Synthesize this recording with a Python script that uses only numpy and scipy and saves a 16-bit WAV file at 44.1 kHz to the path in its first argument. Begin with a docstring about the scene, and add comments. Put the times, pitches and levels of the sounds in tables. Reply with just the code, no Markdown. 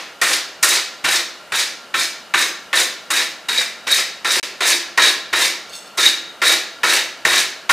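"""First the fading echo of a brush stroke over a faint blower, then nineteen short strokes of a wire brush on steel.
The forged piece lies on an anvil in a large smithy. Wire tips snag and slip: random clicks make a dense crackle,
ping the wires and ring the steel, and die away in the hall as bands of fading noise.
The piece is tapped once and later shifted with a light rattle of small clicks; filtered noise makes the forge blower
far back. The sound drops out once for a moment."""
import sys
import numpy as np
from scipy import signal
from scipy.fft import rfft, irfft, next_fast_len
from scipy.io import wavfile

SR = 44100
rng = np.random.default_rng(int(sys.argv[2]) if len(sys.argv) > 2 else 0)


def master(y):
    """Save y as 16-bit WAV."""
    cut = np.clip(np.atleast_2d(y).T, -1, 1)
    pcm = np.round(cut * 32767)  # scale
    wavfile.write(sys.argv[1], SR, pcm.astype(np.int16))


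def voltage_ratio(level):
    """Linear amplitude factor for a level in decibels (scalar or array-like)."""
    return 10 ** (np.asarray(level, float) / 20)


N = 340452   # samples heard
LEAD = SR // 4   # samples computed before the start, so that earlier echoes are under way
SIZE = next_fast_len(N + LEAD + SR)
HZ = np.maximum(np.arange(SIZE // 2 + 1) * SR / SIZE, 1)
TIME = (np.arange(N + LEAD) - LEAD) / SR   # seconds; 0 is the first sample heard


def rms_one(x):
    """Scale a sound to unit power."""
    return x / np.sqrt(np.mean(x ** 2) + 1e-20)


def at_hz(points, hz):
    """Read a table of (pitch, value) between its points, on a log pitch axis."""
    pitch_hz, value = np.array(points).T
    return np.interp(np.log(hz), np.log(pitch_hz), value)


def colour(x, spectrum_db):
    """Filter with the given dB at every frequency; minimum phase, so nothing sounds ahead of its cause."""
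    cepstrum = irfft(spectrum_db * np.log(10) / 20, SIZE)
    cepstrum[1:SIZE // 2] *= 2
    cepstrum[SIZE // 2 + 1:] = 0
    response = np.exp(rfft(cepstrum))
    return irfft(rfft(x, SIZE) * response, SIZE)[..., :len(TIME)]


def resonate(x, modes):
    """Ring a set of resonators side by side; a narrower one rings longer."""
    out = 0
    for k, (hz, width_hz, level_db) in enumerate(modes):
        r = np.exp(-np.pi * width_hz / SR)
        top = [(1 - r * r) / 2, 0, (r * r - 1) / 2]
        bottom = [1, -2 * r * np.cos(2 * np.pi * hz / SR), r * r]
        sign = (-1) ** k
        out = out + sign * voltage_ratio(level_db) * signal.lfilter(top, bottom, x + 1e-18)
    return out


def snags(per_s, spread_db, clump_db, clump_s):
    """Tips that catch and slip: random clicks of uneven size, stronger and weaker in clumps; rms 1."""
    knots = np.arange(TIME[0], TIME[-1] + 1, clump_s)
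    clumps = np.interp(TIME, knots, rng.standard_normal(len(knots)))
    uneven = np.minimum(rng.exponential(1, len(TIME)), 4)
    sizes = voltage_ratio(spread_db * uneven + clump_db * clumps)
    signs = rng.choice([-1, 1], len(TIME))
    happens = rng.random(len(TIME)) < per_s / SR
    return rms_one(sizes * signs * happens)


# The brush comes down on the steel; levels are relative:
# start_s, knock_db, treble_spray_db, thud_db (through anvil and stand), rise_s
LANDINGS = [(0.213, -8, -15.5, -48, 0.0033), (0.624, -10, -10, -47, 0.0085), (1.038, -14, -25, -38, 0.0072),
            (1.518, -17.5, -55, -49, 0.0038), (1.939, -11, -44, -47, 0.0026), (2.337, -8, -34, -52, 0.0024),
            (2.728, -9.5, -52, -70, 0.0019), (3.101, -12.5, -24, -52, .004),
            (3.483, -15.5, -25, -59, 0.0043), (3.865, -37, -60, -52, 0.0048),
            (4.244, -18, -33, -55, 0.0027), (4.604, -17.5, -30, -60, 0.0032),
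            (4.973, -4.5, -25, -62, 0.0034), (5.326, -12, -32, -51, .004), (5.969, -18, -25.5, -52, 0.011),
            (6.416, -9, -38, -45, 0.0019), (6.830, -4.5, -28.5, -55, .003), (7.249, -7, -22, -41, 0.0022),
            (7.691, -5.5, -33, -45, 0.0037)]
# The push after each landing, in the same order; levels are relative:
# pressure_db, length_s, brightness_db, steel_ring_db, wooden_block_db
PUSHES = [(2.5, 0.12, -2, -11, -1.5), (0.5, 0.14, 0, -5.5, -1), (1.5, 0.12, -1, -4, -2),
          (-2.5, 0.099, 2, 1.5, -3), (-3.5, 0.096, 2, 0.5, 0), (-0.5, .10, -0.5, 2, 0.5),
          (1, 0.085, 1, -1, 0), (-1.5, 0.11, 0, 3.5, 0.5), (-4.5, .13, 0, 4.5, -0.5),
          (-1, 0.13, 0.5, 0, -2), (-0.5, 0.14, 0, -1.5, 0.5), (1.5, 0.12, 0.5, -0.5, 1.5),
          (2.5, 0.1, -1, 3, 0.5), (0.5, 0.13, 0, 1, 0), (0.5, 0.095, 2.5, 4, 0), (2, 0.11, 1, 2.5, 3),
          (1.5, .14, 0.5, -1.5, 1), (2, .14, -0.5, -1.5, 0), (5, .13, 3, -4, -2)]
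# A tuft of wires catches on an edge of the piece and flares up; levels are relative:
# start_s, steel_ring_db, scratch_db
CATCHES = [(0.33, -26, -20.5), (0.70, -23, -24), (1.155, -28, -20), (1.59, -18, -26), (2.38, -25, -35),
           (2.76, -16, -27), (3.16, -15, -29), (3.575, -14, -23.5), (3.909, -11, -22), (4.30, -15, -25.5),
           (4.719, -14, -28), (5.017, -17, -21.5), (5.076, -17, -28), (5.44, -26, -25.5),
           (6.052, -12.5, -25), (6.465, -10, -26), (6.89, -21, -32), (7.38, -28, -21.5)]
# Every push speeds up, then slows before the lift: db on landing, db at full speed, db at the lift
RASP, SCRATCH, WIRES = (-20.5, -22, -20), (-30.5, -24.5, -21), (-34, -23.5, -26.5)
HIGH, LOW, WOOD = (-22, -20.5, -23), (-26, -21.5, -23.5), (-31.5, -38, -33.5)
FULL_SPEED_SHARE = 0.58   # of the push length
KNOCK_S, LIFT_S = 0.014, 0.034   # decay of the knock, decay as the wires leave
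CATCH_RISE_S, CATCH_S = 0.0042, 0.018   # rise and decay of a flare
EARLIER_LIFT_S, EARLIER_DB = -0.053, -18   # a stroke that ended before the start: only its echo is left
# The favoured ping among the lower wires climbs through each stroke as they bend
BEND_HZ, BEND_OCTAVES, BEND_S = 1190, 1.04, 0.12


def contact():
    """Loudness of seven layers and the favoured ping of the bending wires: sudden landing, push, quick lift."""
    gains = np.zeros((7, len(TIME)))   # rasp, scratch, wires, high ring, low ring, block, knock
    bend_hz = np.full(len(TIME), 2. * BEND_HZ)
    for landing, push in zip(LANDINGS, PUSHES):
        land_s, knock_db, spray_db, thud_db, rise_s = landing
        press_db, length_s, bright_db, ring_db, wood_db = push
        since = np.clip(TIME - land_s, 0, None)
        lifting = np.exp(-np.clip(since - length_s, 0, None) / LIFT_S)
        down = np.minimum(since / rise_s, 1) ** 2 * lifting
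        span = down > 1e-4
        down, since = down[span], since[span]
        course = [0, FULL_SPEED_SHARE * length_s, length_s]
        shapes = [RASP, SCRATCH, WIRES, HIGH, LOW, WOOD]
        extras_db = [0, bright_db, bright_db, ring_db, ring_db / 2, wood_db]
        for k, (shape, extra_db) in enumerate(zip(shapes, extras_db)):
            gains[k, span] += down * voltage_ratio(press_db + extra_db + np.interp(since, course, shape))
        # all tips strike together on landing: a dull knock and a spray of treble
        strike = down * np.exp(-np.clip(since - rise_s, 0, None) / KNOCK_S)
        gains[6, span] += strike * voltage_ratio(knock_db)
        gains[1:3, span] += strike * voltage_ratio(spray_db) * voltage_ratio([[-4], [0]])
        bend_hz[span] = BEND_HZ * 2 ** (BEND_OCTAVES * np.minimum(since / BEND_S, 1))
    for start_s, ring_db, scratch_db in CATCHES:
        since = np.clip(TIME - start_s, 0, None)
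        flare = np.minimum(since / CATCH_RISE_S, 1) * np.exp(-since / CATCH_S)
        gains[1:5] += flare * voltage_ratio([[scratch_db], [scratch_db - 7], [ring_db], [ring_db - 17.5]])
    earlier = voltage_ratio(EARLIER_DB) * (TIME < EARLIER_LIFT_S)
    gains += earlier * voltage_ratio([[-3], [-7], [-12], [-14], [-14], [-20], [-30]])
    return gains, bend_hz


# Tone colour of the scrape: pitch_hz, level_db (per Hz, relative)
SCRAPE = [(24, -87), (40, -44.5), (180, -20), (345, -3.5), (585, -11), (1210, -11), (1850, -8), (3300, -9),
          (3740, -6.5), (4800, -8), (8990, -12), (14100, -25), (16000, -20.5)]


def scrape_band(low_hz, high_hz):
    """Make a filter that passes the scrape colour between two soft edges."""
    share = 1 / (1 + (low_hz / HZ) ** 6) / (1 + (HZ / high_hz) ** 6)
    spectrum_db = at_hz(SCRAPE, HZ) + 10 * np.log10(share + 1e-12)
    return lambda x: colour(x, spectrum_db)


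# Resonances, levels relative: pitch_hz, width_hz, level_db
# The steel piece, lower and higher ring
LOW_RING = [(1646, 180, 1.5), (1824, 220, 4.5), (1998, 100, 3), (2296, 220, 1.5), (2680, 67, -6)]
HIGH_RING = [(3638, 55, 1.5), (3805, 94, 6.5), (3900, 120, 3), (4100, 86, -9), (4360, 47, -2),
             (5140, 41, -24)]
# The wooden back of the brush
BLOCK = [(344.6, 14, 4.5), (507.5, 31, 7.5), (646, 71, 3), (1084, 103, -0.5)]
# The brush body when jolted
KNOCK = [(1067, 190, -1.5), (1288, 27, 2.5), (1397, 75, 2), (1570, 97, -0.5), (1810, 120, 5),
         (2480, 1200, -6)]


def brush():
    """Tips rasp on the scale, wires ping at scattered pitches, and the same rubbing rings steel and block."""
    (rasp, scratch, wires, high, low, block, knock), bend_hz = contact()

    def layer(gain, level_db, clicks, body):
        """Clicks follow the contact, then sound through a body that is levelled by its steady response."""
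        return voltage_ratio(level_db) * body(gain * clicks) / np.std(body(clicks))

    ring = layer(high, -2, snags(4000, 5.0, 3.3, .012), lambda x: resonate(x, HIGH_RING))
    out = layer(rasp, -4, snags(6000, 2.86, 4.2, .006), scrape_band(813, 3040))
    out += layer(scratch, 0, snags(8000, 3.0, 2.5, .009), scrape_band(3400, 6400))
    out += layer(wires, 0, snags(6000, 2.5, 3.3, 0.0061), scrape_band(6660, 29000))
    out += layer(low, -2, snags(2500, 2.8, 2.5, 0.0097), lambda x: resonate(x, LOW_RING))
    out += layer(block, -3, snags(3000, 5.3, 3.2, .01), scrape_band(13.0, 770))
    jolt = knock + 0.18 * rasp
    out += layer(jolt, -2, snags(2200, 2.06, 1.6, 0.0099), lambda x: resonate(x, KNOCK))
    out += layer(block, -2, snags(1500, 6.4, 0.74, 0.012), lambda x: resonate(x, BLOCK))
    return out + springing_wires(rasp, scratch, wires, bend_hz), ring


def springing_wires(rasp, scratch, wires, bend_hz):
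    """Single wires spring free and ping for a few milliseconds, each click at one of 24 pitches."""
    clicks = snags(3000, 5.3, 2.3, 0.012)
    dealt = rng.integers(0, 24, len(TIME))   # which wire each click sets off
    out = 0
    for k, hz in enumerate(np.geomspace(950, 13000, num=24) * rng.uniform(0.91, 1.04, 24)):
        if hz > 6400:
            gain = wires * voltage_ratio(-6)
        elif hz > 3400:
            gain = scratch * voltage_ratio(4.5)
        else:   # louder the nearer the wire is to the favoured ping
            gain = rasp * voltage_ratio(9.5) * np.exp(-(np.log2(hz / bend_hz) / 0.35) ** 2)
        mode = (hz, 60 + 0.022 * hz, at_hz(SCRAPE, hz) + 21)
        out = out + resonate(gain * clicks * (dealt == k), [mode])
    return out


def thuds():
    """Low rumble of the stand under each push: a band of noise that starts at the landing and fades."""
    gain = 0
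    for land_s, knock_db, spray_db, thud_db, rise_s in LANDINGS:
        gain = gain + voltage_ratio(thud_db) * (TIME > land_s) * np.exp(-np.abs(TIME - land_s) / 0.051)
    band = signal.butter(2, [65, 210], "band", fs=SR, output="sos")
    return gain * rms_one(signal.sosfilt(band, rng.standard_normal(len(TIME))))


# Loudness curve of the rattle while the piece is slid on the anvil: time_s, level_db (relative)
SHIFT = [(5.685, -57), (5.695, -38), (5.721, -38.5), (5.751, -28.5), (5.769, -40), (5.887, -51), (5.9, -64)]
# Its ring while it slides: pitch_hz, width_hz, level_db (relative)
SHIFT_RING = [(2780, 130, -0.5), (3580, 120, 3.5), (4370, 200, 6), (5380, 150, 1), (6400, 210, 2.5),
              (7240, 180, -1), (7820, 120, 3), (8450, 90, -4), (9500, 82, -23), (10700, 120, -19),
              (12100, 100, -14), (13600, 100, -21), (14900, 90, -15)]
TOUCH_S, TOUCH_DB = 3.842, -42   # the piece is tapped lightly just before a stroke


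def shifted_piece():
    """Uneven small ticks of steel on the anvil face; each resonance is caught in bursts of its own."""
    time_s, level_db = np.transpose(SHIFT)
    clicks = snags(1800, 1.8, 3.4, 0.011)
    gain = voltage_ratio(np.interp(TIME, time_s, level_db, left=-120, right=-120))
    gain += voltage_ratio(TOUCH_DB) * (TIME > TOUCH_S) * np.exp(-np.abs(TIME - TOUCH_S) / 0.0038)
    knots = np.arange(time_s[0], time_s[-1], .018)
    rings = 0
    for mode in SHIFT_RING:
        burst = voltage_ratio(5.0 * np.interp(TIME, knots, rng.standard_normal(len(knots))))
        rings = rings + resonate(gain * clicks * burst, [mode])
    return voltage_ratio(-2.5) * rings / np.std(resonate(clicks, SHIFT_RING))


# Time for the echo to fade by 60 dB: pitch_hz, fade_s
HALL_T60 = [(100, 0.1), (300, 0.75), (800, 0.55), (2000, 0.56), (5000, 0.57), (9000, 0.29), (14000, 0.34)]


def hall(x, count=4):
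    """Diffuse echo, middle and side: noise fading band by band; its pattern keeps changing, in a cycle of four."""
    t, echo = np.arange(SR * 3 // 4) / SR, 0
    edges = 40 * 2 ** np.arange(0, 9.1, .5)
    white = rng.standard_normal((2, count, 2, len(t)))   # neighbouring bands get unrelated noise
    for k, (low, high) in enumerate(zip(edges, edges[1:])):
        band = signal.butter(2, [low, high], "band", fs=SR, output="sos")
        t60 = at_hz(HALL_T60, np.sqrt(low * high))
        echo = echo + signal.sosfilt(band, white[k % 2]) * voltage_ratio(-60 * t / t60) / np.sqrt(t60)
    echo = echo * np.minimum(t / np.array([[.007], [.02]]), 1)   # near walls answer soon, the wide part later
    echo = echo / np.sqrt(np.sum(echo ** 2, axis=2, keepdims=True))
    # fade from one pattern to the next every 0.05 s, round and round
    place = TIME / .05 - np.arange(count)[:, None]
    share = np.cos(np.pi / 2 * np.minimum(np.abs((place + 1) % count - 1), 1))
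    spectrum = np.sum(rfft(share * x, SIZE)[:, None] * rfft(echo, SIZE), axis=0)
    return irfft(spectrum, SIZE)[:, :len(TIME)]


# Tone colour of the air rush: pitch_hz, level_db (per Hz, relative)
BLOWER = [(18, -58), (30, -24), (127, -22), (184, -12), (394, -13), (616, -9), (1010, -12.5), (1390, -10),
          (1540, -10), (2750, -18.5), (8000, -27), (16000, -36.5)]
# Its breathy whine: pitch_hz, width_hz, level_db (relative)
BLOWER_WHINE = [(614, 220, -6.5), (1382, 21, 5.5), (2850, 130, -5.5)]


def blower():
    """Steady air rush with a breathy whine, both from noise, middle and side."""
    rush = rms_one(colour(rng.standard_normal((2, len(TIME))), at_hz(BLOWER, HZ)))
    whine = rms_one(resonate(rng.standard_normal((2, len(TIME))), BLOWER_WHINE))
    return voltage_ratio(-43.5) * rush + voltage_ratio(-46) * whine


# Stereo width, side against middle before a lift of 3 dB: pitch_hz, level_db
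WIDTH = [(60, -9), (110, -19), (200, -16.5), (380, -24), (700, -25), (1290, -36), (2380, -24.5),
         (4400, -16.5), (8120, -16), (15000, -19.5)]


def scene():
    """Direct sound in the middle; echo and blower also feed a narrow side."""
    rasp, ring = brush()
    rasp = rasp + thuds() + shifted_piece()
    to_hall = rasp + 0.54 * ring   # the high ring beams forward, less of it reaches the walls
    mid, side = voltage_ratio(-4) * hall(to_hall) + blower() * voltage_ratio([[0], [3]])
    side = colour(side, at_hz(WIDTH, HZ) + 3)
    mid = rasp + ring + mid
    return np.array([mid + side, mid - side])[:, LEAD:]


def band_limit(x):
    """A steep low-pass at the top of the band."""
    return signal.sosfilt(signal.butter(12, 16450, fs=SR, output="sos"), x)


def record(dry):
    """Rounded peaks, bass and top cut, and a short dropout."""
    x = 1.044 * np.tanh(dry)
    x = signal.sosfilt(signal.butter(2, 61, "high", fs=SR, output="sos"), x)
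    x = signal.sosfilt(signal.cheby2(14, 45, 15750, fs=SR, output="sos"), x)
    # a faint remnant from the cut on, then silence until the sound is back
    cut_s, silent_s, back_s, remnant_db = 4.399, 4.414, 4.429, -38
    t = np.arange(N) / SR
    remnant = voltage_ratio(remnant_db) * (t < silent_s)
    mix = x * np.where((t < cut_s) | (t > back_s), 1, remnant)
    return band_limit(mix)


dry = scene()
out = record(dry)
master(out)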